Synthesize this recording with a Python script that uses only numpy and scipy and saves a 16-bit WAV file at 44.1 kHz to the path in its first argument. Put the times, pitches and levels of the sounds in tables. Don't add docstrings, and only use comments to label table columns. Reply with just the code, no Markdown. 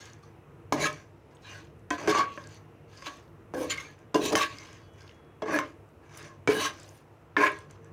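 import sys
import numpy as np
from scipy import signal
from scipy.fft import rfft, irfft, next_fast_len
from scipy.io import wavfile

SR = 44100
rng = np.random.default_rng(int(sys.argv[2]) if len(sys.argv) > 2 else 0)


def ratio_of_db(decibels):
    return 10 ** (np.asarray(decibels, float) / 20)


def master_out(mix):
    frames = np.transpose(np.atleast_2d(mix))
    ceiling = np.clip(frames, -1, 1)
    pcm = np.round(ceiling * 32767).astype(np.int16)
    wavfile.write(sys.argv[1], SR, pcm)


N = 349272

# f/Hz, level/dB [per Hz]
ROOM_SPECTRUM = [(15, -56), (25, -24.5), (92, 2.5), (157, -11), (217, -9.5), (242, -20), (326, -6),
                 (394, -16), (451, -3.5), (591, -14), (1330, -20), (2280, -32), (2840, -7), (3340, -40.5),
                 (16000, -48.5)]
# f/Hz, width/Hz, level/dB
HUMS = [(100.6, 7.6, -59), (148.2, 21, -60), (337.5, 25, -63.5), (459.7, 34, -66), (6100, 1070, -93)]
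# t/s, level/dB
RUMBLE_SWELL = [(0.0, -58), (0.84, -51), (1.1, -58.5), (1.68, -54), (1.94, -53), (3.09, -57.5), (3.7, -49),
                (3.97, -57), (4.24, -52), (6.0, -58), (6.6, -52), (6.97, -60), (7.92, -52.5)]
# start t/s, end t/s, f/Hz, level/dB
WHISTLES = [
    (2.45, 3.0, 2810, -78),
    (4.8, 5.05, 3000, -72),
    (4.75, 5.4, 3340, -72),
]
# t/s, peak level/dB, pitch
# f/Hz
WET_TICKS = [(0.0557, -43, 6600), (0.099, -49, 4160), (0.1336, -41, 5800), (0.928, -39, 5830),
             (1.3488, -57, 6700), (1.794, -57, 6770), (2.3391, -47, 5090), (2.4394, -43, 4200),
             (2.489, -52, 7500), (2.545, -50, 9000), (2.472, -42, 6050), (2.5441, -50, 2180),
             (2.974, -41, 5250), (2.916, -55, 3500), (3.167, -55, 5800), (3.172, -54, 7500),
             (3.186, -49, 2500), (3.197, -54, 6300), (3.279, -60, 4000), (3.6294, -42, 10000),
             (3.7805, -39, 3000), (3.9107, -58, 11000), (7.3665, -27, 3300), (7.519, -46, 8000),
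             (3.9898, -56, 6430), (4.253, -25, 3860), (4.585, -33, 4790), (4.73, -43.5, 6170),
             (4.9364, -57, 6960), (5.007, -47, 5000), (5.0191, -48, 5000), (5.066, -61, 4500),
             (5.0774, -45, 3390), (5.0937, -42, 2780), (5.1123, -55.5, 2800), (5.149, -67, 6500),
             (5.2465, -62.5, 4040), (4.302, -30, 5500), (1.311, -60, 4800), (1.369, -52, 3400),
             (1.4211, -57, 4960), (1.6505, -55, 6500), (1.6705, -53, 2840), (6.845, -48, 3800),
             (4.3229, -30, 2610), (5.889, -62, 6550), (6.152, -56, 10500), (6.1749, -36, 6600),
             (6.2277, -40, 5900), (6.799, -43, 6940), (6.8317, -42, 6900), (6.891, -41.5, 6270),
             (7.588, -42, 7800), (7.7097, -43, 6700), (7.8456, -51.5, 7000)]
# start t/s, length t/s, peak level/dB [rms], f/Hz
HELD_MODES = [(.72, 0.15, -40.5, 148.4), (0.718, 0.094, -40, 634), (0.788, 0.076, -38, 431.6),
              (0.794, 0.079, -40, 2265), (0.799, 0.079, -40.5, 3980), (0.788, 0.078, -47, 6000),
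              (0.794, 0.085, -43.5, 6890), (0.805, .09, -53, 9580), (0.796, 0.074, -53, 10500),
              (1.427, 0.073, -58, 3930), (1.435, 0.12, -57, 2415), (1.459, 0.11, -55, 2840),
              (1.439, 0.053, -57, 1590), (1.516, 0.064, -53, 1620), (2.082, 0.086, -47, 4400),
              (2.151, 0.057, -40.5, 2820), (3.533, 0.13, -34, 512), (3.534, 0.081, -49, 1554),
              (3.55, 0.082, -61, 5190), (3.7, 0.029, -38.5, 3110), (3.701, .05, -43, 2156),
              (3.531, 0.12, -38.5, 268), (3.771, .05, -45, 2170), (4.169, 0.15, -35.5, 424),
              (4.171, 0.1, -41, 302.5), (4.2, 0.13, -42.5, 2582), (4.199, .11, -40.5, 3880),
              (4.235, 0.078, -45, 6060), (4.24, 0.076, -44, 6980), (4.359, 0.056, -37, 1648),
              (4.36, 0.082, -41, 2683), (4.373, 0.085, -46, 3750), (4.502, 0.031, -54, 3770),
              (4.55, 0.1, -55, 2110), (0.718, 0.1, -41.5, 247), (5.422, 0.18, -50, 1640),
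              (5.523, 0.054, -42, 2450), (5.531, 0.045, -33, 618), (6.17, .06, -58, 3710),
              (6.285, 0.05, -57, 1100), (6.483, 0.12, -32.5, 441), (6.513, 0.2, -41.5, 2950),
              (6.538, 0.17, -42.5, 3905), (6.603, 0.073, -64, 6800), (6.595, 0.084, -52, 7900),
              (7.372, 0.11, -34, 402), (7.432, 0.064, -36.5, 589), (7.455, 0.025, -32, 1071),
              (7.481, 0.037, -44, 1655), (7.42, 0.03, -18.5, 1070)]
# t/s,
# peak level/dB, f/Hz, T60 t/s
CAUGHT_MODES = [(.723, -28, 342, 0.16), (1.907, -27.5, 296, 0.22), (1.907, -34, 700, 0.3),
                (2.075, -19.5, 419, 0.26), (4.146, -15, 293.6, 0.16), (4.329, -21.5, 342, 0.08),
                (6.475, -17.5, 445, 0.076), (6.489, -13.5, 422, 0.098), (.723, -23, 292, 0.11),
                (7.368, -24.5, 420, 0.35), (.233, -46, 1160, 0.047), (.724, -24.5, 1041, 0.12),
                (.8485, -26, 1074, 0.14), (.855, -23.5, 1267, 0.15), (1.9076, -24.5, 1020, 0.17),
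                (2.124, -17, 1136, 0.081), (2.15, -18, 1157, 0.19), (2.192, -14, 1122, 0.17),
                (2.235, -29, 1120, 0.33), (3.064, -37, 1123, 0.29), (4.144, -20, 1010, 0.12),
                (4.364, -21, 1095, 0.12), (4.395, -26, 1155, 0.24), (4.412, -21, 1126, 0.15),
                (4.45, -38, 1116, 0.3), (5.59, -23.5, 1054, 0.15), (6.651, -24, 1080, 0.12),
                (7.404, -22.5, 1058, 0.31), (7.484, -40, 1071, 0.43),
                (0.84, -17.5, 1660, 0.076), (1.55, -47, 1500, 0.23), (1.906, -27.5, 1545, 0.14),
               (1.906, -29.5, 1906, .085), (2.3763, -39, 1675, 0.062), (4.353, -30, 1800, 0.18),
               (5.54, -23, 1660, 0.18), (5.57, -30, 1745, 0.13), (6.55, -32.5, 1650, 0.21),
               (6.665, -25, 1604, 0.1), (6.62, -35, 2290, 0.14), (6.64, -33, 2050, 0.12),
               (7.366, -17, 1750, 0.095), (7.434, -16, 1670, 0.13), (7.475, -32, 1653, 0.3),
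               (.8275, -31, 2280, 0.27), (1.906, -34, 2562, 0.085), (3.78, -27, 2110, 0.054),
               (1.906, -38, 3200, .07), (5.421, -40, 3320, 0.054), (5.421, -46, 2600, 0.052),
               (4.145, -29.5, 2800, .12), (3.85, -43, 2350, 0.098), (4.35, -24.5, 3060, .065),
               (4.6, -57, 2200, 0.24), (6.476, -16.5, 2296, 0.056), (0.83, -22.5, 3990, 0.036),
               (3.0636, -32, 3940, 0.05), (6.601, -35, 3880, 0.1), (3.699, -25, 7060, 0.045),
               (3.71, -23.5, 7000, 0.06), (1.3492, -65, 8600, .06), (1.349, -69, 7900, .08),
               (1.349, -65, 6600, .07), (4.352, -30, 6450, 0.06)]
# t/s, peak level/dB, pitch f/Hz
HARD_CONTACTS = [(0.7236, -12, 785), (1.9057, -25, 1020), (2.0745, -23, 700), (2.15, -14, 1160),
                 (2.3755, -32, 1500), (3.067, -28.5, 1120), (3.538, -24, 820), (3.622, -27.5, 700),
                 (4.144, -19, 1000), (4.327, -22, 800), (4.3538, -9.5, 1600), (5.421, -25.5, 890),
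                 (5.5885, -13, 1600), (6.475, -15.5, 1320), (6.4902, -15.5, 500), (7.3664, -14.5, 1520)]
# t/s, level/dB, place [0 pan floor - 1 pan wall], hardness level/dB
KNOCKS = [(.723, -18, 0.52, 0), (1.904, -33, 0.78, 10), (1.981, -44.5, 0.98, 7), (2.074, -24.5, 0.62, 3),
          (2.152, -32.5, 0.28, 4), (2.19, -45, 0.82, -6), (2.375, -31, 0.61, -31), (3.022, -39.5, 0.66, -2),
          (3.067, -36.5, 0.48, 8), (3.537, -38.5, 0.2, -3), (3.705, -36.5, 0.5, 10.5),
          (3.775, -44.5, 0.65, 13), (4.144, -26.5, 0.28, 7.5), (4.329, -30, 0.36, -9),
          (4.353, -20, 0.49, 6.5), (5.421, -31, 0.25, -8), (5.588, -30, 0.86, 3.5), (6.474, -23.5, 0.6, 1),
          (6.488, -24.5, 0.53, -20.5), (7.366, -15.5, 0.65, -19)]
# start t/s, swell t/s, fade t/s, peak level/dB
LEANS = [(.724, 0.0052, 0.07, -30), (.77, 0.05, 0.07, -29.5), (1.906, 0.0062, 0.01, -26.5),
         (1.95, 0.12, 0.071, -35.5), (2.072, 0.0013, 0.049, -21.5), (2.12, 0.078, 0.026, -31),
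         (3.537, 0.0063, 0.091, -35.5), (3.55, 0.064, 0.068, -34), (4.145, 0.0037, 0.021, -14.5),
         (4.15, 0.061, 0.15, -29.5), (4.29, 0.02, 0.02, -26), (4.322, .008, .012, -20),
         (4.353, .004, 0.044, -27.5), (5.421, 0.0011, 0.026, -27.5), (5.44, 0.098, 0.083, -26.5),
         (6.474, 0.0032, 0.017, -15), (6.49, 0.075, 0.14, -33.5), (7.365, 0.011, 0.034, -26.5),
         (7.38, 0.054, 0.016, -24.5)]
# start t/s, swell t/s, fade t/s, peak level/dB, brightness level/dB [blade over wall]
SCRAPES = [(.724, 0.0011, 0.039, -39.5, 4.5), (0.753, 0.11, 0.023, -24.5, -6.5),
           (0.8, 0.021, 0.078, -32, -1.5), (1.905, 0.0033, 0.072, -34, -5),
           (1.954, 0.047, 0.26, -36.5, -10.5), (2.074, 0.0063, 0.067, -22, -7),
           (2.08, 0.1, 0.056, -20.5, -12.5), (3.04, 0.028, 0.027, -33.5, -6.5),
           (3.538, 0.0043, 0.021, -39, -8), (3.542, 0.074, 0.14, -40, -5.5),
           (3.694, 0.013, 0.044, -26, -4.5), (3.72, 0.055, 0.077, -40.5, -6),
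           (4.142, 0.0031, 0.054, -30, -2.5), (4.191, 0.068, 0.069, -32.5, 0.5),
           (4.321, 0.0021, 0.025, -29, -1.5), (4.35, 0.0033, 0.11, -28, 0.5),
           (4.369, 0.061, 0.017, -21.5, -10.5), (5.419, 0.0019, 0.023, -32, -14),
           (5.454, 0.11, 0.06, -27, -12.5), (6.474, 0.0014, 0.14, -28.5, -6),
           (6.538, 0.11, 0.045, -25.5, -5.5), (7.367, 0.0049, 0.056, -21.5, -19),
           (7.379, 0.061, 0.024, -16.5, -17.5), (7.439, 0.027, .016, -21.5, -15)]
# start t/s, swell t/s, fade t/s, peak level/dB, brightness level/dB
DRAGS = [(0.0, 0.00033, 0.18, -47, -2.5), (.222, 0.015, 0.044, -59, -2), (.885, .003, 0.17, -46.5, -3),
         (1.3, 0.015, 0.28, -61, -12), (1.41, 0.12, 0.14, -48, -2), (2.225, .003, 0.45, -49, -9.5),
         (2.3, 0.038, 0.26, -53.5, -1), (2.47, 0.067, 0.035, -57.5, 3.5), (2.88, .15, .05, -51.5, -2),
         (3.09, 0.0058, 0.17, -52.5, -1.5), (3.775, 0.071, 0.097, -46, -6), (3.975, 0.019, .03, -56, -9.5),
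         (4.45, 0.078, 0.11, -46.5, -4.5), (4.52, 0.052, 0.3, -48, -3), (4.93, 0.088, 0.2, -55, -6),
         (5.63, 0.0096, 0.09, -47.5, -7.5), (6.0, 0.059, .08, -55, -13.5), (6.09, .14, 0.1, -44, -6),
         (6.69, 0.0033, 0.22, -49, -2.5), (6.74, 0.048, 0.2, -52.5, -1), (6.88, 0.095, 0.044, -67, 4.5),
         (7.49, 0.0028, 0.19, -47, -5), (7.69, 0.01, 0.094, -53, -8.5), (7.82, 0.033, 0.043, -56.5, -15)]
# start t/s, swell t/s, fade t/s, peak level/dB
SKATES = [
    (3.537, 0.087, 0.037, -54),
    (5.51, .04, .018, -49),
    (5.587, .002, .012, -51),
    (6.17, 0.0043, 0.01, -57),
    (6.475, .13, .07, -50),
    (6.85, 0.084, .08, -65),
    (7.37, .07, 0.049, -52),
]
# f/Hz, width/Hz, level/dB [blade on the floor], level/dB [on the wall]
BOWL_MODES = [(267.8, 11, -11, -16), (296, 20.7, -3, 1), (320, 15.3, 4, -3), (437.2, 17, 1, -11),
              (536.7, 16, -11.5, -3), (601.4, 33, -3.5, 3), (731, 9.8, -21.5, -11)]
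# f/Hz, width/Hz, level/dB [blade on the floor], level/dB [on the wall]
WALL_MODES = [(1020, 165, -1.5, -7), (1100, 38, 0.5, -7.5), (1230, 91, -12, -9.5), (1602, 75, -2, -8),
              (1690, 18, -5.5, -10.5), (1860, 255, -4.5, -4.5), (2133, 57, -11, -6),
              (2260, 83, -11.5, -5.5), (2683, 330, -18, -4.5)]
# f/Hz, width/Hz, level/dB [blade on the floor], level/dB [on the wall]
BLADE_MODES = [(2915, 610, -2, -2.5), (3480, 83, -12.5, -3), (3745, 420, -10, -4), (4415, 260, -5.5, -3),
               (4960, 300, -6, -5.5), (5440, 280, -4.5, -9.5), (6020, 190, 0, -5.5), (6455, 70, -9, -5.5),
               (6795, 97, -9.5, -5), (7700, 40, -22, -28)]
# f/Hz, width/Hz, level/dB [blade on the floor], level/dB [on the wall]
EDGE_MODES = [(9230, 76, -6.5, -1.5), (10500, 120, -33, -28), (12650, 120, -13.5, -3.5),
              (13500, 190, -27, -19)]
PART_EDGES_HZ = [140, 800, 2800, 8000, 15000]
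# its resonances, level/dB of the dense unresolved modes between them
PARTS = [(BOWL_MODES, -4), (WALL_MODES, -19), (BLADE_MODES, -5.5), (EDGE_MODES, 0.5)]

ROOM_TONE_DB = -51
KITCHEN_T60_S, KITCHEN_DB, WALL_CUT_HZ = 0.52, -15, 2600
HELD_WIDTH_HZ, HELD_WIDTH_SHARE = 16, .024
HELD_FLUTTER_DB = 2.5
CRACK_CYCLES = 0.42
PRESS_SWELL_DB, PRESS_FADE_DB = 16, 17.5
DRAG_SWELL_DB, DRAG_FADE_DB = 14, 18.5
EDGE_DB, EDGE_FOLLOWS = -8.5, 1.66
DULLS = 0.086
PLACE_MID, PLACE_SPAN_DB = 0.31, 37
KNOCK_SPAN_DB = 29.5
BLADE_TOP_HZ, EDGE_TOP_HZ = 7900, 12500


def rms_one(x):
    return x / np.sqrt(np.mean(x ** 2) + 1e-20)


def band(x, low_hz, high_hz):
    sos = signal.butter(2, [low_hz, min(high_hz, .45 * SR)], "band", fs=SR, output="sos")
    return signal.sosfilt(sos, x)


def low_pass(x, order, top_hz):
    return signal.sosfilt(signal.butter(order, top_hz, fs=SR, output="sos"), x)


def resonate(x, hz, width_hz):
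    r = np.exp(-np.pi * width_hz / SR)
    gain = np.sqrt((1 - r * r) / 2)
    return signal.lfilter(gain * np.array([1, 0, -1]), [1, -2 * r * np.cos(2 * np.pi * hz / SR), r * r], x + 1e-18)


def drift(rate_hz):
    r = np.exp(-80 * np.pi * rate_hz / SR)
    noise = rng.standard_normal(N // 40 + 1002)
    slow = signal.lfilter([1], [1, -2 * r, r * r], noise)[1000:]
    return np.interp(np.arange(N) / 40, np.arange(len(slow)), rms_one(slow))


def room_tone():
    t = np.arange(N) / SR
    swell_s, swell_db = np.transpose(RUMBLE_SWELL)
    swell = ratio_of_db(np.interp(t, swell_s, swell_db, left=swell_db[-1], right=swell_db[-1]) - np.mean(swell_db))
    edges_hz = 22 * 2 ** np.arange(0, 9.6, .5)
    white = rng.standard_normal((2, N))
    hz, db = np.transpose(ROOM_SPECTRUM)
    air = 0
    for k, (low, high) in enumerate(zip(edges_hz, edges_hz[1:])):
        gain = ratio_of_db(np.interp(np.log(low * high) / 2, np.log(hz), db) + 1.2 * drift(2.5))
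        air = air + gain * band(white[k % 2], low, high) * (swell if high < 260 else 1)
    out = ratio_of_db(ROOM_TONE_DB - 3.5) * rms_one(air)
    for hz, width_hz, db in HUMS:
        hum = resonate(resonate(rng.standard_normal(N), hz, width_hz), hz, width_hz)
        out += ratio_of_db(db) * swell * rms_one(hum)
    for start_s, end_s, hz, db in WHISTLES:
        fade = np.sin(np.pi * np.clip((t - start_s) / (end_s - start_s), 0, 1)) ** .4
        tone = np.sin(2 * np.pi * hz * t + 0.96 * drift(6.5))
        out += ratio_of_db(db) * fade * ratio_of_db(2 * drift(3.6)) * tone
    return out


def kitchen(x):
    size = next_fast_len(N + SR)
    hz = np.arange(size // 2 + 1) * SR / size
    echo = 0
    for k, lag_s in enumerate(rng.uniform(.012, .04, 12)):
        loss = ratio_of_db(-60 * lag_s / KITCHEN_T60_S * (1.5 + hz / WALL_CUT_HZ))
        loop = loss * np.exp(-2j * np.pi * hz * lag_s)
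        echo = echo + (-1) ** k * loop / (1 - loop)
    return irfft(rfft(x, size) * echo, size)[:N]


def wet_ticks():
    out, t = np.zeros(N), np.arange(400) / SR
    for (s, db, hz), noise in zip(WET_TICKS, rng.standard_normal((len(WET_TICKS), 400))):
        snap = noise * np.exp(-t / 0.0019)
        burst = resonate(resonate(snap, hz, 0.38 * hz), hz, 0.46 * hz)
        at = round(s * SR)
        out[at:at + 400] += ratio_of_db(db) * burst / np.abs(burst).max()
    return out


def held_modes():
    out, flutter = np.zeros(N + SR), ratio_of_db(HELD_FLUTTER_DB * drift(45))
    for (s, length_s, db, hz), steps in zip(HELD_MODES, rng.standard_normal((len(HELD_MODES), SR // 2))):
        t = np.arange(round(length_s * SR)) / SR
        width_hz = HELD_WIDTH_HZ + HELD_WIDTH_SHARE * hz
        stagger = np.cumsum(steps[:len(t)]) * np.sqrt(2 * np.pi * width_hz / SR)
        tone = band(np.sin(2 * np.pi * hz * t + stagger), hz / 1.15, hz * 1.15)
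        shape = np.sin(np.pi * t / length_s) ** 0.77
        at = round(s * SR)
        out[at:at + len(t)] += ratio_of_db(db + 3) * shape * tone
    return out[:N] * flutter


def singing_modes():
    out, t = np.zeros(N + SR // 2), np.arange(SR // 2) / SR
    sings = CAUGHT_MODES
    for (s, db, hz, t60_s), phase in zip(sings, rng.uniform(0, 2 * np.pi, (len(sings), 2))):
        later_s = [row[0] - s for row in sings if row[0] > s and abs(row[2] / hz - 1) < .07]
        stop_s = min(later_s + [1])
        decays = t / max(t60_s, .02)
        ring = ratio_of_db(db - 60 * decays) + ratio_of_db(db - 36.0 - 25 * decays)
        pumped = (1 - np.exp(-t / 0.0022)) * ring
        pair = np.sin(2 * np.pi * hz * t + phase[0]) + 0.31 * np.sin(2 * np.pi * 1.022 * hz * t + phase[1])
        at = round(s * SR)
        out[at:at + len(t)] += pumped * pair * np.exp(-np.maximum(t - stop_s, 0) / .003)
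    return out[:N] * ratio_of_db(1.42 * drift(39))


def cracks():
    out, t = np.zeros(N), np.arange(500) / SR
    for s, db, hz in HARD_CONTACTS:
        pulse = -t * np.exp(-t * hz / CRACK_CYCLES) * np.sin(2 * np.pi * hz * t)
        at = round(s * SR)
        out[at:at + 500] += ratio_of_db(db) * pulse / np.abs(pulse).max()
    return out


def knock_levels_db():
    s, db, place, hard_db = np.transpose(KNOCKS)
    tilt_db = KNOCK_SPAN_DB * (place - .5)
    return [db - tilt_db, db + tilt_db, db + hard_db, db + EDGE_FOLLOWS * hard_db]


def knock_force(levels_db, modes):
    force = np.zeros((modes, N))
    chance = rng.standard_normal((len(KNOCKS), modes + 3))
    for row, db, luck in zip(KNOCKS, levels_db, chance):
        for bounce, loss_db in enumerate([0, -5, -9]):
            delay_s = .0008 + bounce * .0022 * (1 + .25 * luck[bounce])
            at = round((row[0] + delay_s) * SR)
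            force[:, at] += ratio_of_db(db + loss_db + 2.04 * luck[3:]) * (-1) ** bounce
    return force


def friction(slips_per_s, spread_db, judder_db):
    sizes = ratio_of_db(spread_db * np.minimum(rng.exponential(1, N), 5)) * rng.choice([-1, 1], N)
    slips = rng.random(N) < slips_per_s / SR
    return rms_one(sizes * slips * ratio_of_db(judder_db * drift(45)))


def pressure(events, swell_db, fade_db, fall_db_per_s):
    t = np.arange(N) / SR
    rows = 3 if len(events[0]) == 5 else 1
    levels_db = np.full((rows, N), -150.)
    for s, swell_s, fade_s, db, *bright_db in events:
        peaks_db = [db]
        for bright in bright_db:
            peaks_db += [db + bright, db + EDGE_DB + EDGE_FOLLOWS * bright]
        times = s + np.cumsum([0, swell_s + 0.00063, fade_s + 0.00063])
        span = slice(round(s * SR), round(times[-1] * SR))
        shape_db = -np.interp(t[span], times, [-np.sqrt(swell_db), 0, np.sqrt(fade_db)]) ** 2
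        stroke_db = shape_db * (1 + DULLS * np.c_[:rows]) + np.c_[peaks_db]
        levels_db[:, span] = np.maximum(levels_db[:, span], stroke_db)
    return np.maximum.accumulate(levels_db + fall_db_per_s * t, axis=1) - fall_db_per_s * t


def sheet(force, ring_s):
    t = np.arange(SR // 10) / SR
    answers = rng.standard_normal((2, len(t))) * np.exp(-t / ring_s)
    turn = 2.0 * drift(5.4)
    out = 0
    for share, answer in zip([np.cos(turn), np.sin(turn)], answers):
        out = out + signal.oaconvolve(force * share, answer / np.linalg.norm(answer))[:N]
    return out


def turner_on_pan():
    lean_db = pressure(LEANS, PRESS_SWELL_DB, PRESS_FADE_DB, fall_db_per_s=898.0)
    scrape_db = pressure(SCRAPES, PRESS_SWELL_DB, PRESS_FADE_DB, fall_db_per_s=898.0)
    place = np.clip(PLACE_MID + (scrape_db[0] - lean_db[0]) / PLACE_SPAN_DB, 0, 1)
    pressed = ratio_of_db(np.vstack([lean_db, scrape_db]) - 6.0)
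    pressed[3] += ratio_of_db(pressure(SKATES, PRESS_SWELL_DB, PRESS_FADE_DB, fall_db_per_s=900)[0])
    wall, blade, _ = ratio_of_db(pressure(DRAGS, DRAG_SWELL_DB, DRAG_FADE_DB, fall_db_per_s=234) - 5.5)
    light = [ratio_of_db(-8.0) * wall, wall, blade, ratio_of_db(-15) * blade]
    rub = friction(3000, spread_db=2.5, judder_db=1.3)
    grit = friction(2500, spread_db=3.5, judder_db=2.0)
    knock_gains_db = [17.0, 15, 8.5, -22.0]
    levels_db = knock_levels_db()
    out = 0
    for k, (modes, dense_db) in enumerate(PARTS):
        low_hz, high_hz = PART_EDGES_HZ[k:k + 2]
        blows = ratio_of_db(knock_gains_db[k]) * knock_force(levels_db[k], len(modes) + 1)
        contact = pressed[k] + light[k]
        dense_gain = ratio_of_db(dense_db) * np.sqrt(SR / 2 / (high_hz - low_hz))
        part = dense_gain * band(sheet(grit * contact, ring_s=0.0015) + blows[-1], low_hz, high_hz)
        for j, (hz, width_hz, floor_db, wall_db) in enumerate(modes):
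            wander_db = 3.2 * drift(9)
            strength = ratio_of_db(floor_db + place * (wall_db - floor_db) + wander_db - 4.5)
            part = part + (-1) ** j * resonate((rub * contact + blows[j]) * strength, hz, width_hz)
        if k == 2:
            part = low_pass(part, 4, BLADE_TOP_HZ)
        if k == 3:
            part = low_pass(part, 2, EDGE_TOP_HZ)
        out = out + band(part, low_hz / 3, high_hz * 1.6)
    return out


def scene():
    pan = turner_on_pan() + cracks() + wet_ticks() + held_modes()
    return (pan + singing_modes() + ratio_of_db(KITCHEN_DB) * kitchen(pan) + room_tone())[None]


def top_cut(x):
    return signal.sosfilt(signal.butter(12, 16590, fs=SR, output="sos"), x)


def record(dry):
    thin = signal.sosfilt(signal.butter(4, 50, "highpass", fs=SR, output="sos"), dry)
    rounded = .5 * np.tanh(thin / .5)
    cut = signal.sosfilt(signal.cheby2(16, 40, 16150, fs=SR, output="sos"), rounded)
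    return top_cut(cut)


dry = scene()
out = record(dry)
master_out(out)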